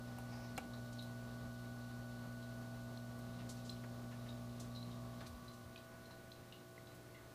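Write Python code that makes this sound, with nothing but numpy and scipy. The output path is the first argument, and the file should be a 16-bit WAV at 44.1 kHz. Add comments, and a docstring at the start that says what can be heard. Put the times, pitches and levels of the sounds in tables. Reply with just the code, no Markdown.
"""Aquarium pump in a quiet room

The pump's coil hums at multiples of the mains, with a weak treble buzz and a thin motor whine: sums of sines.
Shaped noise makes the wash of water; noise gated by random drops makes the trickle.
Drips ring and splash, bubbles burst, and there are light knocks, faint rustles and brief low hum slides.
The microphone drifts along the glass and after five seconds turns away from the pump.
"""
import sys
import numpy as np
from scipy import signal
from scipy.fft import rfft, irfft
from scipy.io import wavfile
from scipy.ndimage import uniform_filter1d

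SR = 44100
rng = np.random.default_rng(int(sys.argv[2]) if len(sys.argv) > 2 else 0)


def transcribe(signal):
    """Save signal, clipped to [-1, 1], as a 16-bit WAV file at the path in sys.argv[1]."""
    frames = np.atleast_2d(signal).T
    limited = np.clip(frames, -1, 1)
    pcm = np.round(limited * 32767).astype(np.int16)
    wavfile.write(sys.argv[1], SR, pcm)


N = 323811
TIME = np.arange(N) / SR
HIT_TIME = np.arange(SR // 3) / SR
MAINS_HZ = 59.96
TURN_S, TURN_LENGTH_S = 4.996, 0.88  # microphone turns away from the pump in one even move


def amp(db):
    """Decibels to gain."""
    return 10 ** (np.asarray(db) / 20)


def unit(x):
    """Scales to rms 1."""
    return x / np.sqrt(np.mean(x ** 2) + 1e-30)


def bell(x, centre, width):
    """Gaussian bump of height 1, falling to 1/e at one width from the centre."""
    return np.exp(-((x - centre) / width) ** 2)


def decay(t60_s):
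    """Exponential decay of a hit, -60 dB after t60."""
    return amp(-60 * HIT_TIME / t60_s)


def attack(rise_s):
    """Exponential onset of a hit with time constant rise_s."""
    return 1 - np.exp(-HIT_TIME / rise_s)


def read(points, hz):
    """Interpolates a table of (f/Hz, value) on a log-frequency axis."""
    f, value = np.transpose(points)
    return np.interp(np.log(hz + 1), np.log(f + 1), value)


def add(mix, start_s, sound):
    """Mixes a sound in at a time."""
    part = mix[max(round(start_s * SR), 0):][:len(sound)]
    part += sound[:len(part)]


def noise(gain, size):
    """White noise of rms 1 coloured by gain(Hz)."""
    spectrum = rfft(rng.standard_normal(size))
    return irfft(spectrum * gain(np.fft.rfftfreq(size, 1 / SR)), size)


def drift(rate_hz):
    """Slow random wander of rms 1: noise with a Gaussian low-pass."""
    return unit(noise(lambda hz: bell(hz, 0, rate_hz), N))


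def tone(hz):
    """A sine of rms 1 and random phase."""
    return np.sqrt(2) * np.sin(2 * np.pi * (hz * TIME + rng.random()))


def burst(centre_hz, octaves, t60_s):
    """A dying puff of noise in a broad band, Gaussian in octaves."""
    band = noise(lambda hz: bell(np.log2((hz + 1) / centre_hz), 0, octaves), len(HIT_TIME))
    return unit(band) * decay(max(t60_s, .002))


# room reverberation: f/Hz, t60/s
ROOM = [(200, 0.79), (1500, 0.27), (4000, 0.25), (12000, 0.26)]


def in_room(hit, wet_db, window_s=0.0022):
    """Adds a diffuse tail, each band dying at its own speed; the loudest moment peaks near 1."""
    hz, t, z = signal.stft(rng.standard_normal(len(HIT_TIME)), SR, nperseg=256)
    band_decay = amp(-60 * t / read(ROOM, hz)[:, None])
    tail = signal.istft(z * band_decay, SR, nperseg=256)[1]
    echo = signal.fftconvolve(hit, tail)[:len(hit)]
    sound = hit + amp(wet_db) * unit(echo) * hit.std()
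    loudest_power = uniform_filter1d(sound ** 2, int(window_s * SR)).max()
    return sound / (2 * np.sqrt(loudest_power))


# water and room noise facing the pump and turned away: f/Hz, density/dB re WASH_DB
WASH_NEAR = [(20, -23), (45, 2.5), (85, 2.5), (200, 1.5), (330, -4.5), (450, -7), (740, -6.5), (900, -12.5),
             (1150, -8.5), (1400, -14.5), (2800, -21.5), (5000, -20.5), (8000, -23.5), (15000, -26)]
WASH_FAR = [(20, -10), (45, -8), (85, -1), (200, -3), (330, -6.5), (450, -8), (740, -10.5), (900, -14.5),
            (1150, -15.5), (1400, -15.5), (2100, -17.5), (2800, -22.5), (5000, -24), (8000, -25),
            (15000, -26.5)]
WASH_DB = -86  # per Hz


def wash(away, churn_db=1.5, churn_hz=9, churn_top_hz=2500):
    """Churning water and room noise; the hiss above it stays smooth."""
    churn = amp(churn_db * drift(churn_hz))
    near = noise(lambda hz: amp(read(WASH_NEAR, hz) + WASH_DB), N)
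    far = noise(lambda hz: amp(read(WASH_FAR, hz) + WASH_DB), N)
    both = np.sqrt(SR / 2) * (np.sqrt(1 - away) * near + np.sqrt(away) * far)
    low = signal.sosfiltfilt(signal.butter(2, churn_top_hz, fs=SR, output="sos"), both)
    return both + (churn - 1) * low


# resonances of the air space above the water: f/Hz, width/Hz, level/dB
TRICKLE_MODES = [(2010, 400, 3.5), (2820, 140, 2.5), (3930, 1100, 10.5), (5500, 670, -2.5)]
TRICKLE_NEAR_DB, TRICKLE_FAR_DB = -73, -78  # facing the pump, turned away
TRICKLE_PER_S, TRICKLE_DECAY_S = 1500, 0.0083  # mean drop rate, time constant


def trickle(away, spread_db=4.5, flutter_db=1.5, flutter_hz=12):
    """Countless tiny drops at the outlet ring the air space: resonant noise gated by random drops."""
    strength = amp(spread_db * np.minimum(rng.exponential(1, N), 4))
    drops = (rng.random(N) < TRICKLE_PER_S / SR) * strength
    density = signal.lfilter([1], [1, -np.exp(-1 / (TRICKLE_DECAY_S * SR))], drops)
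    ring = noise(lambda hz: sum(amp(db) / (1 + (2 * (hz - f) / w) ** 2) for f, w, db in TRICKLE_MODES), N)
    level_db = (1 - away) * TRICKLE_NEAR_DB + away * TRICKLE_FAR_DB
    return amp(level_db + flutter_db * drift(flutter_hz)) * unit(ring * density)


# faint rustles: t/s, length/s, level/dB
RUSTLES = [(0, 0.25, -71), (0.22, 0.36, -62.5), (0.55, 0.6, -75)]
# their broad bands: f/Hz, width/Hz, level/dB
RUSTLE_PEAKS = [(825, 240, 11), (2180, 810, -0.5), (5400, 990, -0.5)]


def rustle(flutter_db=2, flutter_hz=18):
    """Uneven, soft noise in three broad bands, each rustle swelling and fading in one arch."""
    level = np.zeros(N)
    for start_s, length_s, db in RUSTLES:
        arch = np.sin(np.linspace(0, np.pi, int(length_s * SR)))
        add(level, start_s, amp(db) * arch)
    band = noise(lambda hz: sum(amp(db) * bell(hz, f, w) for f, w, db in RUSTLE_PEAKS), N)
    return level * amp(flutter_db * drift(flutter_hz)) * unit(band)


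# knocks: t/s, peak level/dB, centre f/Hz, t60/s, click/dB
KNOCKS = [(0.1842, -42.5, 600, 0.016, -16.5), (0.5772, -33, 1710, 0.033, -7),
          (0.5822, -32.5, 420, 0.028, -28), (3.835, -48, 950, .08, -22), (4.11, -52.5, 1260, 0.18, -24),
          (4.255, -56, 2100, 0.19, -18), (5.203, -46, 1090, 0.12, -15), (6.107, -50, 750, 0.056, -22)]
# modes of the plastic: f/Hz, level/dB, t60/s
KNOCK_MODES = [(189, 9, 0.048), (554, 9, 0.026), (770, 13, 0.029), (1000, -15, .025), (1360, -8, 0.028),
               (2270, -1, 0.045), (2430, 0, 0.036), (2770, 4, 0.036)]
KNOCK_RISE_SHARE, KNOCK_RISE_LAW = 0.07, 1.4  # rise as a share of a 0.1 s decay; longer blows are much softer
KNOCK_RING_DB, KNOCK_RING_DB_PER_DB = -18.5, 0.45  # modes in a blow of -48 dB; harder blows ring more


def knocks(body_octaves=1.36, click_hz=7000, click_octaves=1.0, click_share=1.0, wet_db=-11):
    """Light blows on plastic: a dull clack, a bright click and a few quickly damped modes."""
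    out = np.zeros(N)
    for start_s, db, centre_hz, t60_s, click_db in KNOCKS:
        rise_s = KNOCK_RISE_SHARE * .1 * (t60_s / .1) ** KNOCK_RISE_LAW
        ring_db = KNOCK_RING_DB + KNOCK_RING_DB_PER_DB * (db + 48)
        ring = np.zeros(len(HIT_TIME))
        for hz, mode_db, mode_t60_s in KNOCK_MODES:
            mode = np.sin(2 * np.pi * (hz * HIT_TIME + rng.random()))
            ring += amp(mode_db) * decay(mode_t60_s) * mode
        clack = burst(centre_hz, body_octaves, t60_s)
        click = burst(click_hz, click_octaves, click_share * t60_s)
        hit = clack + amp(click_db) * click + amp(ring_db) * ring
        add(out, start_s, amp(db) * in_room(hit * attack(rise_s), wet_db))
    return out


# bursting bubbles: t/s, peak level/dB, centre f/Hz, t60/s
POPS = [(0.185, -49.5, 10000, 0.012), (0.927, -53, 5200, 0.056), (1.018, -58, 9000, 0.089),
        (3.185, -60.5, 9500, .08), (3.385, -56, 2690, .18), (3.49, -47, 5840, .11),
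        (3.565, -57.5, 4180, .12), (3.645, -54.5, 5370, 0.22), (3.697, -53, 7000, .04),
        (3.76, -59, 3300, 0.099), (4.596, -48, 5500, 0.11), (5.262, -49.5, 3970, .06),
        (5.268, -55.5, 9250, 0.082), (5.531, -60, 6300, .08), (6.945, -62, 9300, .07)]
POP_RISE_SHARE = 0.049  # of t60


def pops(octaves=0.91, wet_db=-5):
    """Bubbles burst at the surface with a short, bright spit of noise."""
    out = np.zeros(N)
    for start_s, db, centre_hz, t60_s in POPS:
        hit = burst(centre_hz, octaves, t60_s) * attack(POP_RISE_SHARE * t60_s)
        add(out, start_s, amp(db) * in_room(hit, wet_db))
    return out


# drips: t/s, peak level/dB before trim_db, ring start f/Hz, splash/dB, room/dB
DRIPS = [(0.336, -51, 4830, -6, -2), (0.5667, -48, 4200, -4, -12), (0.7343, -51, 4010, 0, 4),
         (0.986, -49, 4170, -7, 4), (0.992, -43.5, 3840, -8, -1), (1.024, -46.5, 4000, -5, 0),
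         (2.4256, -53.5, 3960, -1, 0), (2.9733, -48, 4130, -2, -8), (3.694, -38, 4030, -3, -3.5),
         (4.287, -47, 3760, -1, 14), (4.7494, -50, 4130, -7, 1), (4.76, -47, 3930, -6, 3),
         (4.828, -47, 4080, -6, -3), (4.9142, -52, 3750, 0, 1), (5.207, -53, 4150, 1, 8),
         (5.4804, -49.5, 4030, -4, 4), (5.759, -45, 2490, 1, -2.5), (5.776, -48, 3900, 2, -3),
         (6.0556, -54.5, 4170, -5, -1), (6.109, -53.5, 4060, -3, 5), (6.317, -46.5, 4010, 0, -1),
         (6.524, -46, 2895, 1, 2), (6.7785, -47.5, 2030, -18, -12), (6.8703, -51.5, 3960, -5, -1),
         (7.146, -53, 2040, -1, 8)]
DRIP_T60_S = 0.024


def drips(rise=.02, splash_hz=3900, splash_follow=0.45, splash_octaves=0.52, splash_t60_s=0.015,
          attack_s=0.0012, trim_db=-1):
    """Each drip traps a small bubble that rings, rising slightly; its splash pitch partly follows the ring."""
    out = np.zeros(N)
    glide = 1 + rise * np.minimum(HIT_TIME / DRIP_T60_S, 1)
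    for start_s, db, hz, splash_db, wet_db in DRIPS:
        ring = np.sin(2 * np.pi * np.cumsum(hz * glide) / SR) * decay(DRIP_T60_S)
        centre_hz = splash_hz * (hz / splash_hz) ** splash_follow
        splash = burst(centre_hz, splash_octaves, splash_t60_s)
        hit = (ring + amp(splash_db) * splash) * attack(attack_s)
        add(out, start_s, amp(db + trim_db) * in_room(hit, wet_db))
    return out


# motor whine along the microphone's path: t/s, level/dB before trim_db
WHINE = [(0.15, -65.5), (2.38, -64), (4.81, -75), (4.87, -80), (5.09, -73), (5.45, -73), (6.12, -68),
         (6.56, -76), (6.76, -72.5), (7.3, -73)]
# its partials: multiple of WHINE_HZ, level/dB
WHINE_PARTIALS = [(1, 1), (2, -22), (3, -16), (4, -30)]
WHINE_HZ = 1477.35


def whine(trim_db=1.17):
    """A clean motor tone of steady pitch with weak harmonics."""
    t, db = np.transpose(WHINE)
    level_db = np.interp(TIME, t, db)
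    partials = sum(amp(db) * tone(k * WHINE_HZ) for k, (_, db) in enumerate(WHINE_PARTIALS, 1))
    return amp(level_db + trim_db) * partials


# faint buzz of the pump housing, per odd multiple: f/Hz, level/dB before the random spread
BUZZ = [(1500, -101), (3000, -83), (4000, -85.5), (4800, -87.5), (5500, -88), (6400, -88), (7500, -100)]


def buzz(spread_db=3):
    """Weak odd multiples of the mains, of uneven strength, reach into the treble."""
    out = np.zeros(N)
    for hz in MAINS_HZ * np.arange(27, 121, 2):
        uneven_db = spread_db * (rng.uniform(-1.15, 1) - 2.5)
        out += amp(read(BUZZ, hz) + uneven_db) * tone(hz)
    return out


# low hum slides, from the recorder's wind filter:
# t/s, length/s, level/dB, first f/Hz, last f/Hz, filter's dip of the second hum multiple/dB
HUM_SLIDES = [(0.581, 0.088, -60, 129, 55, -18), (5.265, 0.1, -54.5, 115, 62, -4),
              (5.338, 0.05, -56, 65, 40, -6), (5.617, 0.071, -53, 134, 69, -1)]


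def hum_slides(rough=0.24, rough_hz=35):
    """The recorder's wind filter cuts in and the low hum briefly sags in pitch: uneven falling sines."""
    out = np.zeros(N)
    for start_s, length_s, db, first_hz, last_hz, _ in HUM_SLIDES:
        hz = np.geomspace(first_hz, last_hz, int(length_s * SR))
        slide = np.sin(2 * np.pi * np.cumsum(hz) / SR)
        add(out, start_s, amp(db) * signal.windows.tukey(len(hz), .5) * slide)
    return out * (1 + rough * drift(rough_hz))


# hum facing the pump and turned away: multiple of the mains, level/dB re HUM_NEAR_DB, HUM_FAR_DB
HUM_NEAR = [(1, -13.5), (2, 0), (3, -15), (4, -2), (5, -23.5), (6, -19.5), (7, -24), (8, -27), (9, -19.5),
            (10, -15.5), (11, -13), (12, -33), (13, -19), (14, -39.5), (15, -27), (16, -34), (17, -31.5),
            (18, -26.5), (19, -19), (20, -25.5), (21, -37), (22, -41)]
HUM_FAR = [(1, -14), (2, 5), (3, -6.5), (4, 13), (5, -5.5), (6, 1), (7, -23), (8, -8), (9, -9), (10, -7),
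           (11, 1.5), (12, -31), (13, -8.5), (14, -36), (15, -23), (16, -44), (17, -12), (18, -10),
           (19, -7), (20, -11), (21, -20), (22, -37)]
HUM_NEAR_DB, HUM_FAR_DB = -52, -68.5
# a tank panel radiates the hum around one pitch, most as the microphone passes it
PANEL_HZ, PANEL_WIDTH_HZ = 1100, 200
PANEL_PASS_S, PANEL_PASS_WIDTH_S, PANEL_PASS_DB, PANEL_REST_DB = 5.4, 0.65, 6, -0.5
NODE_DB_PER_S = 10  # from TURN_S the microphone slides into a quiet spot of the fourth multiple
# the recorder's wind filter briefly dips the second multiple after each slide starts
FILTER_DIP_DELAY_S, FILTER_DIP_WIDTH_S = 0.047, 0.061


def hum(away, waver_db=1.5, waver_hz=3.0, drone_waver_db=0.13):
    """The pump's coil shakes the tank at multiples of the mains, steadiest at twice and four times it."""
    panel_db = PANEL_REST_DB + PANEL_PASS_DB * bell(TIME, PANEL_PASS_S, PANEL_PASS_WIDTH_S)
    filter_db = np.zeros(N)
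    for start_s, *_, dip_db in HUM_SLIDES:
        filter_db += dip_db * bell(TIME, start_s + FILTER_DIP_DELAY_S, FILTER_DIP_WIDTH_S)
    node_db = -NODE_DB_PER_S * np.maximum(TIME - TURN_S, 0)
    drone_db = {2: filter_db, 4: node_db}
    out = np.zeros(N)
    for k, ((_, near), (_, far)) in enumerate(zip(HUM_NEAR, HUM_FAR), 1):
        hz = k * MAINS_HZ
        db = (1 - away) * (near + HUM_NEAR_DB) + away * (far + HUM_FAR_DB) + drone_db.get(k, 0)
        db += (drone_waver_db if k in drone_db else waver_db) * drift(waver_hz)
        db += panel_db * bell(hz, PANEL_HZ, PANEL_WIDTH_HZ)
        out += amp(db) * tone(hz)
    return out


def scene():
    """Pump and water, heard in mono on both channels."""
    away = np.clip((TIME - TURN_S) / TURN_LENGTH_S, 0, 1)
    water = wash(away) + trickle(away) + drips() + pops()
    pump = hum(away) + hum_slides() + buzz() + whine()
    mono = water + rustle() + knocks() + pump
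    return np.array([mono, mono])


EDGE_HZ = 15350


def record(dry):
    """The recorder's band limit: a steep linear-phase low-pass."""
    lowpass = signal.firwin(767, EDGE_HZ, window=("kaiser", 9), fs=SR)
    return signal.oaconvolve(dry, lowpass[None], "same")


dry = scene()
out = record(dry)
transcribe(out)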